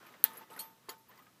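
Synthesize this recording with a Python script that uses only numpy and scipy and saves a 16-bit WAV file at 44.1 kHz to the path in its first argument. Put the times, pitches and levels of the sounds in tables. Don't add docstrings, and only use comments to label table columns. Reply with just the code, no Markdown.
import sys
import numpy as np
from scipy import signal
from scipy.io import wavfile
from scipy.ndimage import uniform_filter1d

SR = 44100
rng = np.random.default_rng(int(sys.argv[2]) if len(sys.argv) > 2 else 0)


def natural_amplitude(level_db):
    exponent = np.asarray(level_db, float) / 20
    return 10 ** exponent


def output_pcm(signal):
    pcm = np.clip(np.atleast_2d(signal).T, -1, 1) * 32767
    wavfile.write(sys.argv[1], SR, np.round(pcm).astype(np.int16))


N = 61739
T = np.arange(N) / SR

# frequency in Hz, level in dB per Hz.
HUSH_SPECTRUM = [(25, -28), (185, 1), (600, -10.5), (1500, -13), (5000, -16), (9500, -18.5), (13500, -18),
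                 (16000, -18)]
# frequency in Hz, level in dB.
MAINS_HUM = [(60, -95.5), (120, -77), (180, -79)]
# time in seconds, level in dB.
FINGER_PRESSURE = [(0, -57.5), (0.101, -57.5), (.16, -59.5), (.23, -63), (.28, -55), (0.428, -55),
                   (.46, -65), (0.497, -64), (.505, -59.5), (.60, -54), (.70, -64.5), (.76, -71),
                   (0.868, -69), (0.899, -60), (1.0, -85), (1.08, -72.5), (1.111, -60.5), (1.3, -70.5)]
# frequency in Hz, level in dB per Hz.
RUB_SPECTRUM = [(88, -28), (150, -1), (637, -6.5), (888, -5), (960, -0.5), (5360, -20.5), (13200, -36.5),
                (15100, -11.5), (16000, -40)]
# start in seconds, length in seconds, level in dB.
STEEL_SCRAPES = [(0.349, .018, -63.5), (1.085, .02, -62), (1.154, 0.011, -69), (1.176, 0.026, -66),
                 (1.22, 0.021, -68), (1.253, .005, -68.5)]
# start in seconds, length in seconds, level in dB, pitch in Hz.
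STEEL_CREAKS = [(.8856, .0045, -38.5, 1020), (.905, .03, -58, 711), (1.092, .021, -56, 1010),
                (1.117, .019, -59, 1760), (1.186, .017, -56, 1030), (1.200, .026, -61, 1245),
                (1.266, .028, -63, 1250), (.070, .022, -59, 1200), (.517, .03, -55, 1290),
                (.138, .016, -60, 1900)]
# start in seconds, level in dB.
PIN_KNOCKS = [
    (.10, -75),
    (0.247, -48.5),
    (0.407, -51.5),
    (.512, -52),
    (0.598, -49.5),
    (0.894, -53),
    (1.125, -65),
]
PIN_CHOKED_S = [.24, .36, .445, .56, .87, 1.05, 1.3]
# start in seconds, level in dB, pitch in Hz, t60 in seconds.
KNUCKLE_BUMPS = [(.067, -50, 2450, 0.03), (.139, -54, 2100, .03), (.5395, -50, 3700, .008),
                 (1.1765, -59, 4750, .015), (.070, -54.5, 1190, 0.056), (.502, -50, 480, 0.08),
                 (.501, -56, 2950, 0.024), (.5637, -50, 1900, 0.03), (.8985, -46, 1700, .02),
                 (.9375, -53, 1500, .02), (.2485, -36, 1950, .015), (.568, -51, 456, 0.04),
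                 (.578, -46, 1460, 0.027), (.8865, -50, 1700, 0.03), (.8865, -49.5, 403, 0.08),
                 (1.116, -62, 1900, 0.03), (1.178, -58, 2100, 0.03), (1.192, -55, 2000, 0.025),
                 (1.266, -57, 1600, 0.04)]
# frequency in Hz, level in dB, t60 in seconds.
CALIPER_MODES = [(480, 2, 0.071), (730, -16, 0.09), (990, -30.5, 0.038), (1060, -7, .15), (1255, -4, 0.54),
                 (1415, -8.5, .12), (1773, -5, 0.26), (1982, -11.5, 0.43), (2500, -9.5, 0.024)]
# start in seconds, spring level in dB, caliper level in dB,
# pitch region of the spring struck in Hz, chatter length in seconds.
LIGHT_TAPS = [(0.0651, -60, -72, 11800, 0.0073), (0.125, -65, -84, 11100, 0.0014),
              (.1955, -66, -90, 12900, .003), (.334, -53.5, -63, 10800, 0.0053),
              (0.371, -50, -68, 11700, 0.017), (0.369, -55, -64, 6800, 0.0093),
              (0.407, -69, -63.5, 3600, 0.024), (.503, -62, -59, 12200, 0.04),
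              (0.505, -61, -67, 8330, 0.046), (0.532, -59, -75.5, 10550, 0.027),
              (0.5393, -54, -74, 3930, .001), (0.5646, -52, -54, 10600, 0.0074),
              (0.5640, -58, -65, 12500, 0.016), (.872, -72, -64, 3230, 0.0049),
              (.981, -67, -77, 12900, 0.039), (.883, -63, -68, 10100, 0.006),
              (1.1764, -59, -68, 4900, 0.003)]
# frequency in Hz, level in dB, t60 in seconds.
LOOSE_MODES = [(3230, -11, 0.072), (3600, -29, 0.45), (4355, -4, 0.067), (6920, -20, 0.08),
               (8430, -10, 0.097), (8220, -8.5, 0.03), (9170, -4, 0.06), (10550, -11, 0.086),
               (11310, -5.5, 0.09), (11640, -3, 0.07), (12390, -8, 0.25), (12750, -18, .15),
               (5676, -22, 0.03), (15250, -13, 0.3)]
# frequency in Hz, level in dB per Hz.
LOOSE_WASH_SPECTRUM = [(180, -72), (300, -8), (892, -9), (1420, -8), (4420, -4), (6460, -7), (11700, -6.5),
                       (13600, -30), (15500, -10)]
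# start in seconds, level in dB, wash level in dB, wash t60 in seconds.
JANGLE_BLOW = (.5906, -44, -53, 0.18)
# time in seconds, level in dB against the whole blow.
JANGLE_CONTACTS = [(.5906, -6), (.5917, -1), (.5955, -2), (.6030, -6), (.6066, -3), (.6105, -9)]
# frequency in Hz, level in dB, t60 in seconds.
HELD_MODES = [(491, -17.5, 0.19), (1071, -11, 0.12), (1249, -6, 0.2), (1787, -9, 0.08), (2055, -7.5, 0.044),
              (3233, -12, 0.09), (4420, 2, 0.012), (4660, -2.5, 0.014), (6928, -5, 0.075),
              (7780, -15, 0.03), (10600, -4.5, 0.08), (11570, -13, 0.06), (12400, -6.5, .08),
              (15240, -11, 0.11)]
# frequency in Hz, level in dB per Hz.
HELD_WASH_SPECTRUM = [(180, -54), (300, -3.5), (781, -14), (1150, -3), (2250, -13), (3800, -11),
                      (5760, -16), (8000, -19), (13000, -17)]
# start in seconds, level in dB, wash level in dB, wash t60 in seconds.
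SEATING_BLOW = (.8910, -42.5, -50.5, 0.17)
# time in seconds, level in dB against the whole blow.
SEATING_CONTACTS = [(.8910, -8), (.8915, -1), (.8932, -5), (.8986, -8), (.9035, -15), (.9082, -17),
                    (.9120, -22), (.9205, -28)]
SNAP_TIMES_S = [
    .2406,
    .2418,
    .2452,
    .2488,
]
SNAP_LEVELS_DB = [0, -8, -21, -28]
# frequency in Hz, level in dB, t60 in seconds.
TIP_MODES = [(1700, -39, 0.035), (4250, -25, 0.008), (6230, -29, .012), (9700, -21, 0.008),
             (11520, -16.5, 0.0047), (12170, -34.5, 0.0052), (13430, -24, .035), (15304, -30.5, .008)]
# frequency in Hz, level in dB per Hz.
RATTLE_SPECTRUM = [(100, -14), (350, -7), (1000, -24), (1500, 3), (2500, -8), (3500, -3.5), (5400, -18),
                   (13700, -0.5)]
# frequency in Hz, t60 in seconds.
RATTLE_DECAY = [(200, .12), (1500, 0.073), (5000, 0.14), (13000, 0.056)]


def rms_one(x):
    return x / np.sqrt(np.mean(x ** 2) + 1e-20)


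def at_hz(points, hz):
    table_hz, values = np.transpose(points)
    return np.interp(np.log(hz), np.log(table_hz), values)


def band(x, low_hz, high_hz):
    return signal.sosfilt(signal.butter(2, [low_hz, high_hz], "band", fs=SR, output="sos"), x)


def bass_cut(x, hz):
    return signal.sosfilt(signal.butter(3, hz, "high", fs=SR, output="sos"), x)


def ring(clicks, hz, t60):
    r = natural_amplitude(-60 / (t60 * SR))
    w = 2 * np.pi * hz / SR
    return signal.lfilter([0, np.sin(w)], [1, -2 * r * np.cos(w), r * r], clicks + 1e-18)


def ring_body(clicks, modes):
    return sum(natural_amplitude(db) * ring(clicks, hz, t60) for hz, db, t60 in modes)


def noise_bands(spectrum):
    edges = 25 * 2 ** np.arange(0, 9.5, 1 / 3)
    centres = np.sqrt(edges[1:] * edges[:-1])
    white = rng.standard_normal((2, N))
    bands = []
    for k, hz in enumerate(centres):
        bands.append(natural_amplitude(at_hz(spectrum, hz)) * band(white[k % 2], edges[k], edges[k + 1]))
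    bands = np.array(bands)
    return bands / np.std(bands.sum(axis=0)), centres


def grit(rate, spread_db):
    hits = rng.random(N) < rate / SR
    sizes = natural_amplitude(spread_db * np.minimum(rng.exponential(1, N), 4))
    return hits * sizes * rng.choice([-1, 1], N)


def garage():
    hum = sum(natural_amplitude(db) * np.sin(2 * np.pi * hz * T) for hz, db in MAINS_HUM)
    return natural_amplitude(-68.5) * noise_bands(HUSH_SPECTRUM)[0].sum(axis=0) + hum


def rubbing():
    hiss_db, murmur_db = -1.5, -14
    s, db = np.transpose(FINGER_PRESSURE)
    force = natural_amplitude(np.interp(T, s, db))
    lumps = natural_amplitude(rms_one(band(rng.standard_normal(N), 5.1, 90)))
    hiss = noise_bands(RUB_SPECTRUM)[0].sum(axis=0) * lumps
    grains = grit(2500, 6) * lumps
    even_level = np.std(ring_body(grains, CALIPER_MODES))
    murmur = ring_body(grains * force, CALIPER_MODES) / even_level
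    return natural_amplitude(hiss_db) * force * hiss + natural_amplitude(murmur_db) * murmur


def scrapes():
    low_hz, high_hz, edge_s = 11800, 15500, .003
    gate = 0
    for s, length, db in STEEL_SCRAPES:
        rise = (T - s) / edge_s
        fall = 2 * (s + length - T) / length + .5
        gate = gate + natural_amplitude(db) * np.clip(np.minimum(rise, fall), 0, 1)
    bright = band(band(grit(5000, 3.0), low_hz, high_hz), low_hz, high_hz)
    return gate * rms_one(bright)


def creaks():
    rise, glide, rough = .18, .03, .45
    out = np.zeros(N)
    for s, length, db, hz in STEEL_CREAKS:
        gone = (T - s) / length
        size = np.clip(gone / rise, 0, 1) * np.clip(4 * (1.25 - gone), 0, 1)
        size = size * natural_amplitude(db - 5.0 * np.clip(gone, 0, 2))
        out -= size * np.sin(2 * np.pi * hz * length * gone * (1 + glide * (gone - 1)))
    return out * (1 + rough * rms_one(band(rng.standard_normal(N), 40, 400)))


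def pin():
    pin_hz, t60_s, rise_s = 894, .5, .005
    size = 0
    for (s, db), end in zip(PIN_KNOCKS, PIN_CHOKED_S):
        gate = np.clip(np.minimum(T - s, end - T) / rise_s, 0, 1)
        size = size + gate * natural_amplitude(db - 60 * np.maximum(T - s, 0) / t60_s)
    waver = natural_amplitude(1.5 * rms_one(band(rng.standard_normal(N), 30.0, 40.2)))
    return size * waver * np.sin(2 * np.pi * pin_hz * T)


def bumps():
    rough_db = 3.0
    out = np.zeros(N)
    white = rng.standard_normal(N)
    for s, db, hz, t60 in KNUCKLE_BUMPS:
        age = T - s
        click = np.zeros(N)
        click[int(s * SR)] = 1
        fall = (age > 0) * natural_amplitude(rough_db - 40 * np.maximum(age, 0) / t60)
        puff = fall * band(white, hz / 1.5, hz * 1.5) * np.sqrt(2500 / hz)
        out += natural_amplitude(db) * (ring(click, hz, t60) + puff)
    return out


def taps():
    spring_grip, caliper_grip = 0.76, .3
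    region_octaves, crack_octaves, crack_db = 0.13, 0.77, 13
    s, spring_db, caliper_db, region, length = np.transpose(LIGHT_TAPS)
    chatter = natural_amplitude(-13) * grit(2500, 2.0)
    blows = []
    for start, chatter_s in zip(s, length):
        age = T - start
        blows.append(chatter * (age > 0) * np.clip(1 - (age / max(chatter_s, .001)) ** 2, 0, 1))
    blows = np.array(blows)
    blows[np.arange(len(s)), (s * SR).astype(int)] = 1
    out = np.zeros(N)
    luck_db = 4.5 * rng.standard_normal((len(s), len(CALIPER_MODES)))
    for k, (hz, mode_db, t60) in enumerate(CALIPER_MODES):
        out += ring(natural_amplitude(caliper_db + mode_db + luck_db[:, k]) @ blows, hz, caliper_grip * t60)
    for hz, mode_db, t60 in LOOSE_MODES:
        away_db = 7.6 * (np.log2(hz / region) / region_octaves) ** 2
        out += ring(natural_amplitude(spring_db + .5 * mode_db - away_db) @ blows, hz, spring_grip * t60)
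    for blow, db, hz in zip(blows, spring_db, region):
        low_hz, high_hz = hz / 2 ** crack_octaves, min(hz * 2 ** crack_octaves, 15000)
        out += natural_amplitude(db + crack_db) * band(blow + 1e-18, low_hz, high_hz)
    return out


def hard_tap(event, chatter_s, modes, wash, touches):
    touch_spread_db, wash_grain, grain_s = 4.0, 0.5, .0015
    wash_tilt = 0.17
    s, db, wash_db, wash_t60 = event
    age = T - s
    grains = grit(4000, 3.2)
    chatter = natural_amplitude(-16) * grains * (age > 0) * np.clip(1 - (age / chatter_s) ** 2, 0, 1)
    when, touch_db = np.transpose(touches)
    spots = (when * SR).astype(int)
    bands, band_hz = noise_bands(wash)
    luck = rms_one(grains[grains != 0][:len(touches) * len(modes)]).reshape(len(touches), -1)
    rings = 0
    for k, (hz, mode_db, t60) in enumerate(modes):
        blows = chatter.copy()
        sign = np.where(luck[:, k - 1] > 0, 1, -1)
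        blows[spots] = natural_amplitude(touch_db + touch_spread_db * np.tanh(luck[:, k])) * sign
        rings = rings + natural_amplitude(mode_db) * ring(blows, hz, t60)
    blows[spots] = natural_amplitude(touch_db)
    crack = natural_amplitude(11) * band(blows, 1500, 11000)
    density = uniform_filter1d(np.abs(grains), size=max(int(grain_s * SR), 1))
    lumps = rms_one(density + 1e-9) ** wash_grain
    speed = (band_hz[:, None] / 4000) ** wash_tilt
    fall = (age > 0) * natural_amplitude(wash_db - 60 * np.maximum(age - chatter_s, 0) / wash_t60 * speed)
    return natural_amplitude(db) * (rings + crack) + lumps * (fall * bands).sum(axis=0)


def snap():
    crack_db, caliper_db, rattle_db = 17, -47.5, -31
    echo_db, echo_t60_s = -24, 0.59
    clicks = np.zeros(N)
    for s, db in zip(SNAP_TIMES_S, SNAP_LEVELS_DB):
        clicks[int(s * SR)] = natural_amplitude(db)
    tip = band(ring_body(clicks, TIP_MODES), 600, .45 * SR)
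    crack = natural_amplitude(crack_db) * band(clicks + 1e-18, 11800, 14700)
    knock = natural_amplitude(caliper_db) * ring_body(clicks, CALIPER_MODES)
    bands, hz = noise_bands(RATTLE_SPECTRUM)
    since = T - SNAP_TIMES_S[0]
    age = np.maximum(since, 0)
    dying = natural_amplitude(-60 * age / at_hz(RATTLE_DECAY, hz)[:, None])
    echo = natural_amplitude(echo_db - 60 * age / echo_t60_s)
    rattle = natural_amplitude(rattle_db) * (since > 0) * (bands * (dying + echo)).sum(axis=0)
    return tip + crack + knock + rattle


def scene():
    jangle = hard_tap(JANGLE_BLOW, .021, LOOSE_MODES, LOOSE_WASH_SPECTRUM, JANGLE_CONTACTS)
    seating = hard_tap(SEATING_BLOW, .012, HELD_MODES, HELD_WASH_SPECTRUM, SEATING_CONTACTS)
    steel = rubbing() + pin() + bumps() + taps() + jangle + seating
    mix = garage() + scrapes() + creaks() + bass_cut(steel, 200) + bass_cut(snap(), 150)
    return mix[None]


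def band_limit(x):
    return signal.sosfilt(signal.butter(12, 16860, fs=SR, output="sos"), x)


def record(dry):
    def low_pass(hz):
        return signal.sosfilt(signal.ellip(10, .5, 70, hz, fs=SR, output="sos"), dry)

    return band_limit(low_pass(15330) + natural_amplitude(-30) * low_pass(16700))


dry = scene()
out = record(dry)
output_pcm(out)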